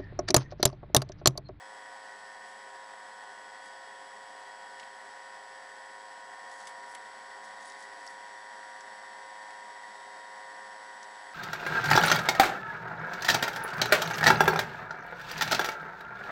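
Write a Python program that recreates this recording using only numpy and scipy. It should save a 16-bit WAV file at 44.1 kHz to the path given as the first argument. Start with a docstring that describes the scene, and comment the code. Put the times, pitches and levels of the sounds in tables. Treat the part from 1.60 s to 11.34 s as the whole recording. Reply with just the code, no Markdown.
"""A small electric motor spins a fan inside a plastic bottle on a desk, heard from close by.
The hum is a stack of wavering shaft harmonics; air is coloured noise, and the brushes rasp once a turn.
A thin electronic whine is one buzzing tone. Paper rustles, snaps and squeaks as shaped noise;
taps on the bottle and bumps on the desk are fading noise. Midway the microphone moves to a new spot."""
import sys
import numpy as np
from scipy import signal
from scipy.fft import rfft, irfft, next_fast_len
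from scipy.io import wavfile
from scipy.ndimage import uniform_filter1d

SR = 44100
rng = np.random.default_rng(int(sys.argv[2]) if len(sys.argv) > 2 else 0)


def waveform_to_disk(signal):
    """Save audio, clipped to [-1, 1], as 16-bit WAV at the path in sys.argv[1]."""
    frames = np.transpose(np.atleast_2d(signal))
    scaled = np.clip(frames, -1, 1) * 32767
    samples = np.round(scaled).astype(np.int16)
    wavfile.write(sys.argv[1], SR, samples)


N = 429534
TIME = np.arange(N) / SR  # seconds

# Shaft harmonics, before sway and overall hum gain: multiple, first_spot_db, second_spot_db
HARMONICS = [(2, -86, -85.5), (4, -98, -89), (5, -60.5, -61.5), (6, -68.5, -68), (7, -62.5, -61),
             (8, -69, -65.5), (9, -53.5, -51.5), (10, -59.5, -59), (11, -66, -65), (12, -72.5, -78),
             (13, -68.5, -66), (14, -60, -63), (15, -75, -63), (16, -62.5, -64.5), (17, -58, -57.5),
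             (18, -63, -66), (19, -69, -64), (20, -75, -85), (21, -75.5, -74.5), (22, -79, -79),
             (24, -78.5, -91), (27, -78, -88), (31, -70.5, -74), (33, -78, -76.5), (35, -78.5, -73.5),
             (41, -81, -81), (44, -75, -74), (51, -78.5, -78), (54, -83.5, -79)]
# Brief swings of the shaft speed, the largest with paper at the bottle's mouth:
# middle_s, length_s, change_turns_per_s
SPEED_SWINGS = [(1.8, 1.1, -.5), (2.35, .9, .5), (6.08, .9, 1.35), (7.2, 1.1, -.3)]
# Brief swells and dips of the hum: middle_s, length_s, change_db
HUM_SWELLS = [(5.15, 0.88, 0.7), (8.1, 1.5, -1)]
# Basic colour of the rushing air, before resonances and air gain: pitch_hz, level_db_per_hz
AIR_COLOUR = [(25, -104), (80, -106.5), (160, -102.5), (370, -99), (480, -89.5), (1100, -87.5), (1300, -92),
              (1550, -85), (2400, -97), (4000, -98.5), (5500, -101), (6400, -104.5), (7200, -101.5),
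              (10300, -105.5)]
# Air resonances of the bottle: pitch_hz, width_hz, first_spot_lift_db, second_spot_lift_db
BOTTLE_RESONANCES = [(212, 29, 8.5, 11), (299, 87, 7, 8.7), (403.7, 18.6, 15, 16), (435, 13.5, 8, 6),
                     (705, 68, 9.5, 7.5), (829, 176, 8.5, 8.5), (1912, 209, 12, 15), (2070, 135, -0.5, 3),
                     (3200, 380, 5.5, 5), (4550, 220, -0.5, 6.5), (5140, 320, 6, 1.5), (5480, 230, -4, 6)]
# Strokes of sliding paper, level before the swell and fade: middle_s, length_s, level_db, centre_hz
PAPER_STROKES = [(.9, .16, -66, 8000), (2.06, .1, -63, 6500), (4.99, 0.34, -58.5, 5700),
                 (5.083, .05, -57, 7500), (5.316, .15, -61, 9000), (5.85, .06, -61, 5800),
                 (6.09, .28, -60, 5470), (6.22, .1, -56.5, 6000), (6.477, 0.17, -63, 7000)]
# Sharp snaps of creased paper, level before the fade: start_s, level_db, centre_hz, width_octaves
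PAPER_SNAPS = [(5.349, -38, 8000, .65), (6.005, -48, 4700, .5), (6.027, -47, 4900, .6),
               (6.099, -43.5, 5200, .6), (6.406, -49, 7000, 1), (6.464, -42, 8000, .8),
               (6.4745, -39, 4970, .2), (6.501, -50, 7500, .8), (7.207, -44, 5300, .45),
               (9.429, -42.5, 5170, 0.48), (9.441, -48.5, 4500, .6)]
# Light taps on the plastic bottle, level before the fade: start_s, level_db, centre_hz, width_octaves
BOTTLE_TAPS = [(3.1965, -42.5, 3700, 0.77), (3.23, -47, 2700, 0.64), (5.0712, -40.5, 4730, 0.8),
               (5.35, -44.5, 2900, 0.49), (7.905, -49, 3000, 1)]
# Soft bumps on the desk, level before the fade: start_s, level_db, centre_hz
DESK_BUMPS = [(4.84, -53, 590), (5.57, -62, 230)]

# The shaft slows a little as the motor runs on.
START_TURNS_PER_S, SLOWING_TURNS_PER_S2 = 106.95, .055
# Harmonics above the strongest one waver more, those below it less.
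STRONGEST_MULTIPLE, SMEAR_RADIANS = 9, .95
# The microphone eases to a second spot, where the fan is a little louder.
MOVE_START_S, MOVE_SETTLE_S = 4.44, 0.61
HUM_DB, HUM_CLOSER_DB = 0.05, 0.52
AIR_DB, AIR_CLOSER_DB = -0.59, 0.37
# The air rushes a little harder while paper is at the bottle's mouth.
RUSH_MIDDLE_S, RUSH_LENGTH_S, RUSH_DB = 6.3, 1, .6
WHINE_HZ, WHINE_DB, HOPS_PER_S = 7867, -67.36, 15
STROKE_OCTAVES = 0.76
# The paper squeaks once against the rim; the time is the squeak's middle.
SQUEAK_S, SQUEAK_LENGTH_S, SQUEAK_DB, SQUEAK_HZ, SQUEAK_OCTAVES = 6.078, 0.072, -58.5, 9200, 0.056
# Each T60 sets how steeply a burst fades: the time for a 60 dB drop.
SNAP_T60_S, TAP_T60_S, BUMP_T60_S = 0.022, 0.04, .15
BUMP_OCTAVES = .2
# Bottle ring after each tap; its level is relative to that tap.
RING_HZ, RING_OCTAVES, RING_DB, RING_T60_S = 2160, .04, -13.5, 0.16
TREBLE_EDGE_HZ = 11000


def gain_of(db):
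    """Turns decibels into an amplitude factor."""
    return 10 ** (np.asarray(db) / 20)


def evened(x):
    """Scales a signal to an average strength (rms) of one."""
    return x / np.sqrt(np.mean(x ** 2) + 1e-20)


def drift(rate_hz):
    """Makes a smooth random wander of rms one, with little movement much faster than the rate."""
    size = 4096
    hz = np.fft.rfftfreq(size, TIME[-1] / size)
    slow = irfft(rfft(rng.standard_normal(size)) * np.exp(-(hz / rate_hz) ** 2))
    return np.interp(TIME, np.linspace(0, TIME[-1], size), evened(slow))


def arch(middle_s, length_s):
    """Rises smoothly from zero to one and falls back."""
    return np.cos(np.pi * np.clip((TIME - middle_s) / length_s, -.5, .5)) ** 2


def band(x, centre_hz, octaves):
    """Keeps one broad hump of a sound's pitches, at an rms of one."""
    size = next_fast_len(len(x))
    hz = np.fft.rfftfreq(size, 1 / SR) + 1  # the 1 avoids log of zero
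    hump = np.exp(-.5 * (np.log2(hz / centre_hz) / octaves) ** 2)
    return evened(irfft(rfft(x, size) * hump, size)[:len(x)])


def add(mix, start_s, sound):
    """Mixes a sound in at a given time."""
    part = mix[max(round(start_s * SR), 0):][:len(sound)]
    part += sound[:len(part)]


def shaft(wobble=0.00121, wobble_hz=14):
    """Counts turns so far: the speed sags, swings with the load and quivers with friction."""
    speed = START_TURNS_PER_S - SLOWING_TURNS_PER_S2 * TIME
    for middle_s, length_s, change in SPEED_SWINGS:
        speed = speed + change * arch(middle_s, length_s)
    return np.cumsum(speed * (1 + wobble * drift(wobble_hz))) / SR


def hum(turns, place, sway_db=1.0, sway_hz=1.5, flutter=0.079, flutter_hz=35,
        uneven=0.066, uneven_hz=60, waver_db=0.0412):
    """One uneven pulse a turn, smeared by the bottle: harmonics sway slowly and flutter in the flow."""
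    out = np.zeros(N)
    for multiple, first_db, second_db in HARMONICS:
        spot_db = first_db + (second_db - first_db) * place
        sway_size_db = sway_db + waver_db * (multiple - STRONGEST_MULTIPLE)
        level_db = spot_db + sway_size_db * drift(sway_hz)
        start_phase = SMEAR_RADIANS * rng.standard_normal()
        partial = np.cos(2 * np.pi * round(multiple) * turns + start_phase)
        # the square root turns an rms level into a peak
        out += np.sqrt(2) * gain_of(level_db) * (1 + flutter * drift(flutter_hz)) * partial
    return out * (1 + uneven * drift(uneven_hz))


def air(turns, place, chop=0.046, gust_db=.5, gust_hz=30):
    """Turbulence, chopped twice a turn by the blades, rings the air in the bottle."""
    size = next_fast_len(N)
    hz = np.fft.rfftfreq(size, 1 / SR) + 1
    noise = rng.standard_normal(N) * np.sqrt(SR / 2)  # one unit of power per Hz
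    chopped = noise * (1 + chop * np.cos(4 * np.pi * turns))
    flow = rfft(chopped * gain_of(gust_db * drift(gust_hz)), size)
    points_hz, points_db = np.transpose(AIR_COLOUR)
    # two rows of colour, one for each microphone spot
    colour_db = np.interp(np.log(hz), np.log(points_hz), points_db) + np.zeros((2, 1))
    for centre_hz, width_hz, *lift_db in BOTTLE_RESONANCES:
        hump = .5 ** ((2 * (hz - centre_hz) / width_hz) ** 2)
        colour_db = colour_db + np.outer(lift_db, hump)
    first, second = irfft(flow * gain_of(colour_db), size)[:, :N]
    return (1 - place) * first + place * second


def brushes(turns, level_db=-66, centre_hz=4900, octaves=0.26, sharpness=1.0):
    """The brushes scrape once a turn: a fine, fast rasp, levelled before the overall air gain."""
    scrape = np.exp(sharpness * np.cos(2 * np.pi * turns)) * rng.standard_normal(N)
    return gain_of(level_db) * band(scrape, centre_hz, octaves)


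def whine(hop_radians=1.0, buzz=0.59):
    """A thin electronic tone hops to and fro in phase; short swells, four a hop cycle, make it buzz."""
    cycle = 2 * np.pi * HOPS_PER_S * TIME
    hops = uniform_filter1d(signal.square(cycle), size=24)  # softens each hop's edge
    swells = np.cos(2 * cycle) ** 24
    tone = np.sin(2 * np.pi * WHINE_HZ * TIME + hop_radians * hops)
    return np.sqrt(2) * gain_of(WHINE_DB) * (1 + buzz * swells) * tone


def burst(level_db, centre_hz, octaves, t60_s, attack_s=.0007):
    """A band of noise rises quickly and dies away, ending after 93 ms at the latest."""
    t = TIME[:4096]
    envelope = (1 - np.exp(-t / attack_s)) * np.exp(-np.log(1000) * t / t60_s)
    return band(rng.standard_normal(len(t)), centre_hz, octaves) * gain_of(level_db) * envelope


def paper(grain_db=4.0, grain_hz=190):
    """Sliding paper gives crackly swells and one thin squeak; creases give dry snaps."""
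    out = np.zeros(N)
    grains = evened(gain_of(grain_db * drift(grain_hz))) * rng.standard_normal(N)

    def slide(middle_s, length_s, level_db, centre_hz, octaves):
        """Adds one grainy stroke that swells and fades."""
        stroke = grains[abs(TIME - middle_s) < length_s / 2]
        sound = gain_of(level_db) * band(stroke, centre_hz, octaves) * np.hanning(len(stroke))
        add(out, middle_s - length_s / 2, sound)

    for row in PAPER_STROKES:
        slide(*row, STROKE_OCTAVES)
    for start_s, level_db, centre_hz, octaves in PAPER_SNAPS:
        add(out, start_s, burst(level_db, centre_hz, octaves, SNAP_T60_S))
    slide(SQUEAK_S, SQUEAK_LENGTH_S, SQUEAK_DB, SQUEAK_HZ, SQUEAK_OCTAVES)
    return out


def knocks():
    """Taps leave the bottle ringing briefly, and dull bumps sound on the desk."""
    out = np.zeros(N)
    for start_s, level_db, centre_hz, octaves in BOTTLE_TAPS:
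        tap = burst(level_db, centre_hz, octaves, TAP_T60_S)
        ring = burst(level_db + RING_DB, RING_HZ, RING_OCTAVES, RING_T60_S)
        add(out, start_s, tap + ring)
    for start_s, level_db, centre_hz in DESK_BUMPS:
        add(out, start_s, burst(level_db, centre_hz, BUMP_OCTAVES, BUMP_T60_S))
    return out


def scene():
    """Mixes all sounds at one microphone; place runs from 0 (first spot) to 1 (second)."""
    turns = shaft()
    place = 1 - np.exp(-np.maximum(TIME - MOVE_START_S, 0) / MOVE_SETTLE_S)
    hum_db = HUM_DB + HUM_CLOSER_DB * place
    for middle_s, length_s, change_db in HUM_SWELLS:
        hum_db = hum_db + change_db * arch(middle_s, length_s)
    air_db = AIR_DB + AIR_CLOSER_DB * place + RUSH_DB * arch(RUSH_MIDDLE_S, RUSH_LENGTH_S)
    motor = gain_of(hum_db) * hum(turns, place)
    rush = gain_of(air_db) * (air(turns, place) + brushes(turns))
    return (motor + rush + whine() + paper() + knocks())[None]


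def record(dry):
    """The recorder's treble fades out around 11 kHz."""
    taps = signal.firwin(71, TREBLE_EDGE_HZ, window=("kaiser", 8), fs=SR)
    return signal.oaconvolve(dry, taps[None], "same")


dry = scene()
out = record(dry)
waveform_to_disk(out)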